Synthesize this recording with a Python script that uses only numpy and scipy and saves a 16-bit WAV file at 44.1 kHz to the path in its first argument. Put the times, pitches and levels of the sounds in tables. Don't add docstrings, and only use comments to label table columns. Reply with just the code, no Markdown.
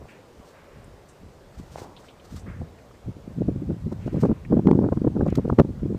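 import sys
import numpy as np
from scipy import signal
from scipy.fft import rfft, irfft
from scipy.io import wavfile
from scipy.ndimage import uniform_filter1d

SR = 44100
rng = np.random.default_rng(int(sys.argv[2]) if len(sys.argv) > 2 else 0)


def unload_wav(signal):
    wavfile.write(
        sys.argv[1],
        SR,
        np.round(np.clip(np.atleast_2d(signal).T, -1, 1) * 32767).astype(np.int16),
    )


N = 263718
TIME = np.arange(N) / SR
EDDY_TIME = np.arange(-1323, 1323) / SR

# (frequency [Hz], relative level [dB per Hz])
AIR_COLOUR = [(25, -7.5), (60, 0.5), (150, -1), (280, 0), (430, 2), (555, 2), (660, -2.5), (1000, -7),
              (1700, -14), (3000, -19.5), (5000, -22.5), (8000, -26), (10500, -32.5), (15000, -33)]
AIR_DB = -51.5

# (time [s], strength [dB])
WIND_STRENGTH = [(0, -64.5), (1.3, -57.5), (1.75, -48.5), (2.1, -60), (2.55, -41), (2.97, -60),
                 (3.25, -45.5), (3.45, -29.5), (3.8, -35.5), (4.22, -35), (4.4, -42), (4.48, -35),
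                 (4.58, -31), (4.8, -19.5), (4.92, -33.5), (5.3, -30.5), (5.76, -36), (5.98, -35.5)]
# (wind strength [dB], centre [Hz])
EDDY_PITCH_BY_STRENGTH = [(-44.5, 104), (-29.5, 150.6), (-21.5, 221)]

# (time [s], thump level [dB], level of the fine flutter around it [dB], half-length [s])
WIND_BUFFETS = [(0.023, -34.5, -51, 0.035), (.401, -33, -77, 0.016), (.772, -37, -86, 0.027),
                (.881, -37, -68, 0.067), (1.235, -35, -74, 0.013), (1.265, -34, -78, 0.026),
                (1.6, -26, -92, 0.019), (1.82, -30.5, -65, 0.0064), (2.345, -26, -72, 0.024),
                (2.479, -27, -57, 0.046), (2.618, -21.5, -47.5, 0.02), (3.086, -20, -74, 0.019),
                (3.169, -30, -82, 0.01), (3.279, -21.5, -86, 0.0038), (3.386, -16.5, -64, 0.0067),
                (3.414, -13, -72, .009), (3.487, -8.5, -40, 0.0051), (3.562, -17, -67, 0.0077),
                (3.623, -20, -59, 0.0043), (3.706, -13, -46, 0.02), (3.869, -17, -62, 0.019),
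                (3.925, -16.5, -40.5, 0.0095), (4.064, -15, -60, 0.0052), (4.079, -14, -41.5, 0.0055),
                (4.132, -14, -47, 0.0056), (4.148, -11.5, -51, 0.0054), (4.17, -13.5, -45, 0.022),
                (4.237, -4.5, -29, 0.0078), (4.253, -8.5, -31.5, 0.014), (4.298, -8, -40.5, 0.0096),
                (4.317, -6, -36, 0.0082), (4.53, -3.5, -33, 0.016), (4.572, -6, -35, 0.0096),
                (4.595, -8, -37.5, 0.0052), (4.658, -7, -46, 0.0057), (4.673, 2, -43.5, 0.0046),
                (4.688, -8.5, -28.5, 0.01), (4.714, 2, -35, 0.0024), (4.733, -5.5, -34.5, 0.006),
                (4.754, -8, -41.5, 0.016), (4.791, -3, -39, 0.0041), (4.819, -18, -45, .009),
                (4.842, -7, -29, 0.013), (4.866, -12.5, -44, 0.012), (4.889, -16.5, -38, 0.0017),
                (4.926, -10, -32.5, 0.0072), (4.974, -9, -42.5, 0.0082), (5.019, -8.5, -48, 0.0019),
                (5.048, -10, -35.5, 0.0061), (5.075, -6.5, -32.5, 0.0078), (5.168, -11, -41, 0.013),
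                (5.197, -12, -49, 0.007), (5.211, -9, -29.5, 0.0041), (5.23, -9, -41, 0.013),
                (5.265, -9, -34.5, 0.01), (5.286, -10.5, -43, .006), (5.327, -11.5, -40, 0.0052),
                (5.386, -8, -38, 0.013), (5.454, -18, -41, 0.0063), (5.48, -12.5, -40, 0.0017),
                (5.501, -14.5, -31, 0.0027), (5.528, -13, -39.5, 0.011), (5.589, -2.5, -25.5, 0.0037),
                (5.598, 1, -19, 0.0088), (5.616, -3, -31.5, 0.0018), (5.65, -14.5, -49, 0.0054),
                (5.692, -17.5, -74, 0.023), (5.833, -12.5, -68, 0.0095), (5.861, -12.5, -54, 0.0054),
                (5.905, -14.5, -63, 0.021), (5.949, -16, -51, 0.0066)]
# (frequency [Hz], relative level [dB per Hz])
FLUTTER_COLOUR = [(150, -8), (280, 7), (480, 9.5), (750, 0), (1000, -5), (1500, -17), (2100, -35),
                  (2800, -49), (4500, -73)]
SWELL_DB = -9.5
CORE_S = 0.0033
THUMP_HZ, THUMP_AT_DB, THUMP_OCTAVES_PER_DB = 245.6, -41.5, 0.0045

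# (start [s], length [s], level at the height of the stroke [dB])
CLOTH_STROKES = [(.04, .1, -60.5), (.3, .26, -62.5), (1.5, .15, -57.5), (1.62, .28, -52), (1.88, .26, -60),
                 (2.24, .03, -55), (2.22, .21, -53), (3.915, .022, -53.5), (3.98, .13, -60),
                 (4.085, 0.22, -54.5), (4.198, 0.026, -55), (4.91, .06, -63), (5.258, .01, -54),
                 (5.272, 0.017, -51), (5.296, 0.012, -51), (5.35, .012, -38.5), (5.355, 0.027, -51)]
# (frequency [Hz], relative level [dB per Hz])
CLOTH_COLOUR = [(200, -20.5), (600, 4), (1200, 11.5), (2500, 2), (4500, 5.5), (6500, 3), (8500, 1),
                (10000, -8), (15000, -7.5)]
STROKE_SWELL = 0.68

# (time [s], level before the trim in shots() [dB], centre [Hz])
FAR_SHOTS = [(0.057, -36, 640), (1.760, -23.5, 664), (1.786, -30.5, 600), (1.819, -32, 443),
             (1.845, -35.5, 564)]
# (frequency [Hz], relative level [dB per Hz])
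ECHO_COLOUR = [(80, 2), (250, 9.5), (600, -10), (1000, 5), (1600, 4), (3000, -4)]

# (time [s], level before the trim in gritty_bursts() [dB], centre [Hz], decay by 60 dB [s])
GRITTY_BURSTS = [(.078, -51.5, 1980, 0.45), (.412, -52.5, 756, 0.43), (.52, -56.5, 1460, 1.4),
                 (.7, -65, 1730, 1.1), (.843, -56, 8450, .028), (1.083, -58.5, 7360, .15),
                 (1.773, -50.5, 2000, .12), (1.964, -49.5, 3320, 0.096), (2.041, -46, 1320, 0.034),
                 (2.083, -51, 3020, 0.11), (2.197, -53, 2800, 0.053), (2.39, -52.5, 6900, 0.092),
                 (2.459, -48, 1500, 0.57), (2.785, -47, 2000, 0.032), (2.911, -46, 1210, 0.025),
                 (3.99, -55.5, 1780, 1.1), (4.14, -61, 1690, 1.3), (4.45, -44.5, 2070, 0.028),
                 (5.27, -52, 2000, 0.51)]
BURST_OCTAVES, BURST_WIDENING = 0.71, 0.23

EDGE_HZ = 15100


def gain_of(db):
    return 10 ** (np.asarray(db) / 20)


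def evened(x):
    return x / np.sqrt(np.mean(x ** 2) + 1e-20)


def follow(curve, at):
    return np.interp(at, *np.transpose(curve))


def add(mix, s, sound):
    start = round(s * SR)
    sound = sound[max(-start, 0):]
    part = mix[max(start, 0):][:len(sound)]
    part += sound[:len(part)]


def coloured(x, spectrum):
    hz, db = np.transpose(spectrum)
    bins = np.fft.rfftfreq(len(x), 1 / SR) + 1
    shape_db = np.interp(np.log(bins), np.log(hz), db)
    return evened(irfft(rfft(x) * gain_of(shape_db), len(x)))


def wander(per_s):
    knots = rng.standard_normal(N // 20)
    return evened(np.interp(TIME * per_s, np.arange(len(knots)), knots))


def eddy(hz, skew, order=2):
    width = (2 * order + 1) / (4 * np.pi * hz)
    vortex = np.exp(1j * skew) / (1 - 1j * EDDY_TIME / width) ** (order + 1)
    return -vortex.real


def air(patchy_db=1.5):
    cells = signal.stft(rng.standard_normal(N), nperseg=1024)[2]
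    chance = rng.standard_normal(cells.shape)
    patches = evened(uniform_filter1d(uniform_filter1d(chance, size=5, axis=0), size=5, axis=1))
    uneven = signal.istft(cells * gain_of(patchy_db * patches), nperseg=1024)[1][:N]
    return coloured(uneven, AIR_COLOUR) * gain_of(AIR_DB)


def gust():
    power = gain_of(follow(WIND_STRENGTH, TIME)) ** 2
    for s, thump_db, _, half_s in WIND_BUFFETS:
        t = np.arange(-4 * half_s, 4 * half_s, 1 / SR)
        swell = np.exp(-(t / half_s) ** 2)
        hollow = 1 - np.exp(-(t / CORE_S) ** 2)
        add(power, s + t[0], gain_of(thump_db + SWELL_DB) ** 2 * swell * hollow)
    return 10 * np.log10(power)


def turbulence(scatter_octaves=0.4, level_db=-0.1, patchy_db=2.15, count=1300):
    stream, strength_db = np.zeros(N), gust()
    places, skews = rng.random((2, count))
    sizes, strengths = rng.standard_normal((2, count))
    for k, (place, skew, size, strength) in enumerate(zip(places, skews, sizes, strengths)):
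        s = (k + 2 * place) / count * N / SR
        wind_db = strength_db[min(round(s * SR), N - 1)]
        hz = follow(EDDY_PITCH_BY_STRENGTH, wind_db) * 2 ** (scatter_octaves * np.clip(size, -2, 2))
        add(stream, s - 0.03, gain_of(4 * strength) * eddy(hz, 2 * np.pi * skew, order=4))
    local_power = uniform_filter1d(uniform_filter1d(stream ** 2, size=600), size=600)
    local_rms = np.sqrt(abs(local_power) + 1e-6)
    return stream / local_rms * gain_of(strength_db + level_db + patchy_db * wander(55))


def buffets(thump_trim_db=-1.5, flutter_trim_db=1, spread_share=0.25, lean=1.05, lumpy_db=3):
    out = np.zeros(N)
    t = EDDY_TIME
    lumps = gain_of(lumpy_db * wander(400))
    chances = rng.standard_normal((len(WIND_BUFFETS), len(t)))
    for (s, thump_db, flutter_db, half_s), chance in zip(WIND_BUFFETS, chances):
        hz = THUMP_HZ * 2 ** (THUMP_OCTAVES_PER_DB * (flutter_db - THUMP_AT_DB))
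        grains = chance * lumps[max(round(s * SR) - len(t), 0):][:len(t)]
        swarm = coloured(grains * np.exp(-abs(t) / (2 * spread_share * half_s)), FLUTTER_COLOUR)
        skew = lean * np.tanh(chance[0]) * max(1 - gain_of(thump_db) ** 2, 0)
        thump = gain_of(thump_db + thump_trim_db) * eddy(hz, skew, order=3)
        add(out, s + t[0], thump + gain_of(flutter_db + flutter_trim_db) * swarm)
    return out


def rustle(grain_db=1.5, patchy_db=2.5):
    stroke = [0, STROKE_SWELL, 1]
    rubbing = np.zeros(N)
    for start, length, db in CLOTH_STROKES:
        rubbing += gain_of(db) * np.interp((TIME - start) / length, stroke, [0, 1, 0])
    grains = rng.standard_normal(N) * gain_of(grain_db * wander(1500) + patchy_db * wander(90))
    return coloured(grains, CLOTH_COLOUR) * rubbing


def shots(ring_cycles=0.84, echo_db=-3.5, echo_t60=1.0, trim_db=4):
    reports, t = np.zeros(N), np.arange(SR) / SR
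    for s, level_db, hz in FAR_SHOTS:
        cycles = t * hz
        swell = 2 * cycles / ring_cycles
        wave = 2 * swell * np.exp(-swell) * -np.sin(2 * np.pi * cycles)
        add(reports, s - 0.002, gain_of(level_db + trim_db) * wave)
    tail = coloured(rng.standard_normal(SR) * (rng.random(SR) < 0.03), ECHO_COLOUR)
    tail *= gain_of(-60 * t / echo_t60) * (1 - np.exp(-t / 0.02))
    echo = signal.fftconvolve(reports, tail / np.linalg.norm(tail))[:N]
    return reports + gain_of(echo_db) * echo


def gritty_bursts(rise_share=0.023, grain_db=1.0, trim_db=2):
    out, t = np.zeros(N), np.arange(SR) / SR
    bins = np.fft.rfftfreq(SR, 1 / SR) + 1
    grit = rng.standard_normal(N) * gain_of(grain_db * wander(400))
    for s, db, hz, t60 in GRITTY_BURSTS:
        half_width = BURST_OCTAVES * t60 ** BURST_WIDENING
        band = 1 / (1 + (np.log2(bins / hz) / half_width) ** 4)
        own_grit = np.roll(grit, -round(s * SR))[:SR]
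        burst = evened(irfft(rfft(own_grit) * band, SR))
        rise = 1 - np.exp(-t / (rise_share * t60))
        add(out, s, burst * gain_of(db + trim_db - 60 * t / t60) * rise)
    return out


def scene():
    return (air() + turbulence() + buffets() + rustle() + shots() + gritty_bursts())[None]


def record(dry):
    clipped = np.clip(dry, -0.7, 0.7)
    low_pass = signal.firwin(511, EDGE_HZ, window=("kaiser", 9), fs=SR)
    return signal.oaconvolve(clipped, low_pass[None], "same")


dry = scene()
out = record(dry)
unload_wav(out)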